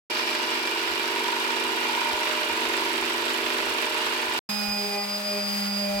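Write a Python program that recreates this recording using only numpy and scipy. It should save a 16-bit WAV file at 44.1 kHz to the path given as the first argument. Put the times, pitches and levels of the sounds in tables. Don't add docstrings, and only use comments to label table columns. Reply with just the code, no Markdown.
import sys
import numpy as np
from scipy import signal
from scipy.fft import rfft, irfft
from scipy.io import wavfile

SR = 44100
rng = np.random.default_rng(int(sys.argv[2]) if len(sys.argv) > 2 else 0)


def convert_level_to_amplitude(level_db):
    exponent = np.asarray(level_db, float) / 20
    return 10 ** exponent


def generate_wav(signal):
    frames = np.transpose(np.atleast_2d(signal))
    scaled = np.clip(frames, -1, 1) * 32767
    pcm = np.round(scaled).astype(np.int16)
    wavfile.write(sys.argv[1], SR, pcm)


N = 264600
TIME = np.arange(N) / SR
SAW_ON_S, SAW_OFF_S, SANDER_ON_S = .1005, 4.3905, 4.4905

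# (frequency [Hz], left-right likeness [-1 to 1])
SAW_LIKENESS = [(60, .5), (290, 0.89), (900, 0.62), (1500, 0.29), (3000, 0.4), (6000, 0.053),
                (15000, 0.054)]
# (frequency [Hz], left minus right [dB])
SAW_BALANCE = [(60, 6), (200, 8), (700, -10.5), (1300, -6.5), (2400, -8), (3500, -6), (5000, 6.5),
               (7000, 13), (8400, 26.5), (9600, 25.5), (12000, 3.5), (15000, 7.5)]
# (frequency [Hz], lead of the left port [rad])
SAW_LEAD = [(20, -2.5), (950, 0.76), (1640, 4), (2150, 4), (2410, -0.63), (4650, 7.5), (16000, 32)]
# (middle [s], length [s], multiple of the orbit rate, added level [dB])
BUZZES = [(4.65, 0.5, 12, -40), (4.715, 0.53, 4, -43.5), (4.924, 0.32, 2, -40), (4.956, 0.17, 12, -42),
          (4.981, 0.071, 3, -40), (4.972, .18, 4, -40.5), (5.15, 0.27, 3, -48), (5.342, 0.2, 3, -36),
          (5.345, 0.16, 12, -48), (5.36, 0.12, 2, -41.5), (5.67, 0.18, 4, -50), (5.925, 0.31, 12, -48),
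          (5.94, 0.36, 3, -35), (5.97, 0.17, 4, -42), (4.68, 0.34, 7, -51), (5.2, 0.75, 6, -52),
          (4.99, .2, 10, -52), (5.7, 0.28, 7, -57), (5.696, 0.25, 10, -54), (4.695, .4, 72, -59),
          (5.33, .25, 72, -60), (5.97, .3, 72, -57)]


def rms_one(x):
    return x / np.sqrt(np.mean(x ** 2) + 1e-20)


def in_time(rows):
    s, *columns = np.transpose(rows)
    return [np.interp(TIME, s, c) for c in columns]


def swells(rows, power=1.0):
    total = 0
    for middle_s, length_s, top in rows:
        place = np.clip((TIME - middle_s) / length_s, -.5, .5)
        total = total + top * np.cos(np.pi * place).clip(0) ** power
    return total


def swelling(rest_db, rows, power=0.93):
    return convert_level_to_amplitude(rest_db) + swells([(s, length, convert_level_to_amplitude(db)) for s, length, db in rows], power)


def drift(rate, channels=1):
    r = np.exp(-32 * np.pi * rate / SR)
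    white = rng.standard_normal((channels, N // 16 + 4002))
    slow = signal.lfilter([1], [1, -2 * r, r * r], white)[:, 4000:]
    return np.array([np.interp(np.arange(N) / 16, np.arange(len(s)), rms_one(s)) for s in slow])


def tone(cycles, waver_db, waver_rad, apart_rad, rate, lead_rad=0):
    level, slip, apart = drift(rate, channels=3)
    phase = 2 * np.pi * cycles + waver_rad * slip + (lead_rad + apart_rad * apart) * [[.5], [-.5]]
    level_db = waver_db * (level + .5 * apart * [[1], [-1]])
    return np.sqrt(2) / np.cos(lead_rad / 2) * convert_level_to_amplitude(level_db) * np.cos(phase)


def resonate(x, hz, width_hz):
    r = np.exp(-np.pi * width_hz / SR)
    poles = [1, -2 * r * np.cos(2 * np.pi * hz / SR), r * r]
    return signal.lfilter([(1 - r * r) / 2, 0, (r * r - 1) / 2], poles, x)


def at_ports(pair, spectrum, likeness, balance, lead=((20, 0), (20000, 0))):
    log_hz = np.log(np.maximum(np.fft.rfftfreq(N, 1 / SR), 1))

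    def over_frequency(rows):
        hz, value = np.transpose(rows)
        return np.interp(log_hz, np.log(hz), value)

    db, lean_db, lead_rad = over_frequency(spectrum), over_frequency(balance), over_frequency(lead)
    alike = np.clip(over_frequency(likeness), -1, 1)
    mid, side = rfft(pair)
    both = np.sqrt(1 + alike) * mid + np.sqrt(1 - alike) * side * [[1], [-1]]
    gain = convert_level_to_amplitude(db + lean_db * [[.5], [-.5]])
    turn = np.exp(1j * lead_rad * [[.5], [-.5]])
    out = irfft(both * gain * turn, N)
    return out / np.std(out.mean(axis=0))


def bursts(strokes, table, spread_db, jitter):
    out = 0
    for place, level_db, fade in table:
        luck = rng.standard_normal((int(strokes[-1]) + 2, 2))
        whole, part = np.divmod(strokes + 1 - place, 1)
        strength, slip = luck[whole.astype(int)].T
        late = part - np.abs(jitter * slip)
        out = out + convert_level_to_amplitude(level_db + spread_db * strength) * np.exp(-np.abs(late) / fade) * (late > 0)
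    return out


def jigsaw():
    # (time [s], rate [strokes per s])
    stroke_rate = [(0.1, 25.05), (0.5, 24.8), (0.9, 24.65), (1.3, 24.65), (1.6, 24.71), (1.9, 24.6),
                   (2.1, 24.83), (2.3, 25.03), (2.6, 24.74), (3.0, 24.64), (3.3, 24.79), (3.6, 24.95),
                   (3.9, 24.94), (4.1, 25.12), (4.4, 24.76)]
    strokes = np.cumsum(in_time(stroke_rate)[0]) / SR
    return (crank_shake(strokes) + metal_ring(strokes) + tooth_rasp(strokes)
            + stroke_tick(strokes) + saw_motor_hum(strokes))


def crank_shake(strokes):
    # (multiple of the stroke rate, relative level [dB])
    crank_orders = [(3, -26), (4, -24), (6, -23.5), (7, -25), (8, -24), (9, -22), (10, -3), (13, -0.5),
                    (14, 3), (15, -2), (16, 2.5), (17, -15.5), (18, 0.5), (19, -6.5), (22, -15), (23, -10),
                    (25, -10), (26, -18.5), (28, -9.5), (29, -12.5), (30, -12.5)]
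    # (middle [s], length [s], added level [dB])
    board_swells = [(1.15, 0.28, -54), (1.7, 0.4, -50.5), (2.847, 0.85, -41.5), (3.503, 0.77, -45)]
    knock_place = .42
    shake = 0
    for k, db in crank_orders:
        cycles = k * (strokes - knock_place) + k % 2 / 4
        shake = shake + convert_level_to_amplitude(db) * tone(cycles, waver_db=1.5, waver_rad=.55, apart_rad=.35, rate=.8)
    lean = convert_level_to_amplitude(np.array([[-1.2], [1.2]]))
    return swelling(-37, board_swells) * lean * rms_one(shake)


def metal_ring(strokes):
    # (frequency [Hz], width [Hz], relative level [dB])
    blade_modes = [(900.4, 47, -2), (942.6, 37.5, 4), (985, 45, -1), (1445, 49, -2)]
    # (frequency [Hz], width [Hz], relative level [dB])
    plate_modes = [(2375, 35, 3.5), (2855, 37, 0.5)]
    # (time [s], level [dB])
    feed = [(.1, -39.5), (.5, -37), (.95, -39), (1.3, -35.5), (1.6, -35.5), (1.9, -31), (2.2, -33.5),
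            (2.42, -37.5), (2.6, -34.5), (3.1, -35.5), (3.5, -37.5), (4.4, -35.5)]
    # (time [s], level [dB])
    plate_ring = [(.1, -38.5), (.7, -38.5), (1.9, -39), (2.5, -39.5), (3.2, -49), (4.4, -40)]
    blade = convert_level_to_amplitude(in_time(feed)[0]) * struck(strokes, blade_modes, chatter_db=-37)
    plate = convert_level_to_amplitude(in_time(plate_ring)[0]) * struck(strokes, plate_modes, chatter_db=-36)
    return blade + plate


def struck(strokes, modes, chatter_db):
    # (place in the stroke [0-1], relative level [dB])
    bites = [(.87, 1), (.02, -7), (.2, -11), (.5, -8)]
    place, bite_db = np.transpose(bites)
    count = int(strokes[-1]) - 1
    late = .003 * rng.standard_normal((count, len(bites)))
    at = np.searchsorted(strokes, np.arange(count)[:, None] + place + late)
    chatter = convert_level_to_amplitude(chatter_db) * rng.standard_normal((2, N))
    out = 0
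    for hz, width_hz, db in modes:
        blows = chatter.copy()
        blows[:, at] += convert_level_to_amplitude(bite_db + 1.5 * rng.standard_normal((count, len(bites))))
        grip_db = db + 1.1 * drift(1.5)
        out = out + resonate(resonate(convert_level_to_amplitude(grip_db) * blows, hz, width_hz), hz, 2 * width_hz)
    nearly_flat = [(20, 0.0042), (20000, 0.0038)]   # (frequency [Hz], level [dB])
    return at_ports(out, nearly_flat, SAW_LIKENESS, SAW_BALANCE, SAW_LEAD)


def tooth_rasp(strokes):
    # (frequency [Hz], relative level per Hz [dB])
    rasp_colour = [(60, -32), (180, -39), (230, -9), (340, -12), (460, -4), (530, -10.5), (800, -10.5),
                   (1110, -3.5), (2900, -3), (4000, -6.5), (5000, -10), (6100, -19), (7900, -25.5),
                   (8900, -36.5), (11400, -22.5), (13000, -26), (14200, -25), (16000, -29)]
    # (place in the stroke [0-1], level over the steady grains [dB], fade [strokes])
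    turns = [(.22, -7, .22), (.73, -5, .18)]
    grains = rng.standard_normal((2, N)) * convert_level_to_amplitude(0.74 * drift(384) + 0.45 * drift(8.1))
    grains = grains * (1 + bursts(strokes, turns, spread_db=3.0, jitter=.015))
    rasp = at_ports(grains, rasp_colour, SAW_LIKENESS, SAW_BALANCE, SAW_LEAD)
    rasp = rasp + convert_level_to_amplitude(-15 * TIME) * resonate(rasp, 5100, 1300)
    level_db, growth_db_per_s = -31, 0.21
    return convert_level_to_amplitude(level_db + growth_db_per_s * TIME) * rasp


def stroke_tick(strokes):
    # (frequency [Hz], relative level per Hz [dB])
    tick_colour = [(4000, -32.5), (6500, -2.5), (8100, -2.5), (9000, -10.5), (11000, -0.5), (13000, -6.5),
                   (16000, -6)]
    # (place in the stroke [0-1], relative level [dB], fade [strokes])
    tick_places = [(.585, -12.5, .05), (.75, -21, .08)]
    # (time [s], lateness [strokes])
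    tick_lag = [(.1, 0), (.7, .04), (1.6, .035), (2.6, .01), (4.4, -.03)]
    taps = bursts(strokes - in_time(tick_lag)[0], tick_places, spread_db=1.2, jitter=.01)
    tick = at_ports(rng.standard_normal((2, N)) * taps, tick_colour, SAW_LIKENESS, SAW_BALANCE, SAW_LEAD)
    level_db, growth_db_per_s = -52.5, 1.22
    return convert_level_to_amplitude(level_db + growth_db_per_s * TIME) * tick


def saw_motor_hum(strokes):
    # (middle [s], length [s], added level [dB])
    hum_swells = [(.2, 0.66, -47.5), (2.29, 0.54, -43), (3.8, 1.6, -49)]
    motor_order = 24.45
    hum = tone(motor_order * strokes, waver_db=1.2, waver_rad=1.0, apart_rad=.5, rate=4.0)
    return swelling(-51, hum_swells, power=.5) * hum


def sander():
    # (time [s], rate [orbits per s])
    orbit_rate = [(4.49, 207.8), (4.8, 204.65), (5, 203.9), (5.17, 204.6), (5.3, 204.15), (5.42, 203.25),
                  (5.6, 202.7), (5.85, 201.75), (6, 201.6)]
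    # (time [s], level [dB])
    sweep = [(4.5, -33.5), (4.65, -34), (4.95, -39.5), (5.22, -38.5), (5.4, -35.5), (5.6, -31.5),
             (6, -31.5)]
    orbits = np.cumsum(in_time(orbit_rate)[0]) / SR
    sweep_db, = in_time(sweep)
    return (orbit_weight(orbits, sweep_db) + board_buzz(orbits) + fan_whine(orbits)
            + faint_tones(orbits) + current_side_tones(orbits) + sanding_hiss(orbits, sweep_db))


def orbit_weight(orbits, sweep_db):
    return convert_level_to_amplitude(sweep_db) * tone(orbits, waver_db=.5, waver_rad=.4, apart_rad=.45, rate=2.5, lead_rad=0.13)


def board_buzz(orbits):
    # (multiple of the orbit rate, level at rest [dB], lead of the left port [rad])
    buzz_orders = [(2, -49.5, 0.17), (2.996, -45, 1.14), (3.993, -48, 0.96), (11.98, -50.5, 0.62),
                   (5.98, -58, .5), (7, -53, .5), (9.84, -56, .5), (72, -67, .5)]
    buzz = 0
    for k, rest_db, lead in buzz_orders:
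        own = [(s, length, db) for s, length, order, db in BUZZES if round(order) == round(k)]
        order_tone = tone(k * orbits, waver_db=1.2, waver_rad=.4, apart_rad=.45, rate=6.0, lead_rad=lead)
        buzz = buzz + swelling(rest_db, own) * order_tone
    return buzz


def fan_whine(orbits):
    # (middle [s], length [s], depth [dB])
    whine_dips = [(4.6, 0.28, 3.5), (4.9, 0.067, 5), (4.965, 0.024, 11), (5.07, 0.063, 7),
                  (5.21, 0.091, 10), (5.36, 0.065, 1.5), (5.93, 0.19, 7)]
    # (time [s], left minus right [dB])
    whine_pan = [(4.6, -11), (5.1, 1.5), (5.56, 2.5), (5.75, -6.5)]
    level_db = -34 - swells(whine_dips, power=1.4) + in_time(whine_pan)[0] * [[.5], [-.5]]
    whine = tone(24 * orbits, waver_db=1.0, waver_rad=0.19, apart_rad=0.2, rate=32.0, lead_rad=1.36)
    return convert_level_to_amplitude(level_db) * whine


def faint_tones(orbits):
    # (multiple of the orbit rate, level [dB])
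    faint_orders = [(5, -51.5), (22, -56), (23, -51.5), (25, -54), (48, -62)]
    return sum(convert_level_to_amplitude(db) * tone(k * orbits, waver_db=3.5, waver_rad=2.1, apart_rad=1.6, rate=5.3)
               for k, db in faint_orders)


def current_side_tones(orbits):
    beat = np.cos(2 * np.pi * 118 * TIME)
    under_db = 17
    own = [(s, length, db - under_db) for s, length, order, db in BUZZES if round(order) == 12]
    carrier = tone(12 * orbits, waver_db=3.0, waver_rad=0.42, apart_rad=1.2, rate=11.0)
    return swelling(-46, own) * beat * carrier


def sanding_hiss(orbits, sweep_db):
    # (frequency [Hz], relative level per Hz [dB])
    hiss_colour = [(60, -39), (150, -34), (300, -26.5), (500, -22.5), (900, -15), (1500, -16), (2500, -15),
                   (3500, -18), (5000, -18.5), (6500, -24.5), (9000, -26), (16000, -27)]
    # (frequency [Hz], left-right likeness [-1 to 1])
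    hiss_likeness = [(60, -0.2), (240, 0.54), (950, -0.26), (3770, -0.065), (15000, -0.026)]
    # (frequency [Hz], left minus right [dB])
    hiss_balance = [(60, -10), (180, 24), (550, -12.5), (1650, 0), (4970, -3.5), (15000, 1)]
    scrub = 1 + .15 * np.cos(2 * np.pi * orbits)
    scrub = scrub * convert_level_to_amplitude(.5 * drift(200) + .8 * drift(10) + .4 * drift(2.5))
    hiss = at_ports(rng.standard_normal((2, N)) * scrub, hiss_colour, hiss_likeness, hiss_balance)
    hiss = hiss + swells([(5.56, 0.12, 0.3)]) * np.diff(hiss, prepend=0)
    level_db, follows, change_db_per_s = -33.5, 0.31, -2.5
    level_db = level_db + follows * (sweep_db - sweep_db.max()) + change_db_per_s * (TIME - SANDER_ON_S)
    return convert_level_to_amplitude(level_db) * hiss


def buffet():
    # (middle [s], added level before the lean [dB])
    puffs = [(.92, -52), (1.68, -57), (1.95, -60), (2.15, -59), (2.52, -55), (2.68, -58), (3.02, -63),
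             (3.47, -59), (3.7, -57), (3.95, -62), (4.28, -60), (4.5, -56.5), (4.7, -48), (5.89, -56),
             (5.97, -47)]
    puff_s = 0.085
    lumps = rng.standard_normal((2, N)) * convert_level_to_amplitude(3.0 * drift(11, channels=2))
    low_band = signal.butter(2, [35, 95], "band", fs=SR, output="sos")
    low = signal.sosfilt(low_band, lumps + 0.1 * lumps[0])
    steady_db = np.where(TIME < SANDER_ON_S, -75 + 2.5 * TIME, -80)
    gain = swelling(steady_db, [(s, puff_s, db) for s, db in puffs], power=1.5)
    lean = convert_level_to_amplitude(np.array([[3.5], [-3.5]]))
    return gain * lean * rms_one(low)


def scene():
    saw_edges_s = [SAW_ON_S - .002, SAW_ON_S + .001, SAW_OFF_S, SAW_OFF_S + .001]
    sawing = np.interp(TIME, saw_edges_s, [0, 1, 1, 0])
    sanding = np.interp(TIME, [SANDER_ON_S - .001, SANDER_ON_S + .002], [0, 1])
    return sawing * jigsaw() + sanding * sander() + (sawing + sanding) * buffet()


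def top_cut(x):
    return signal.sosfilt(signal.butter(12, 16510, fs=SR, output="sos"), x)


def record(dry):
    low_pass = signal.ellip(10, .5, 70, 15900, fs=SR, output="sos")
    mix = signal.sosfilt(low_pass, dry)
    return top_cut(mix)


dry = scene()
out = record(dry)
generate_wav(out)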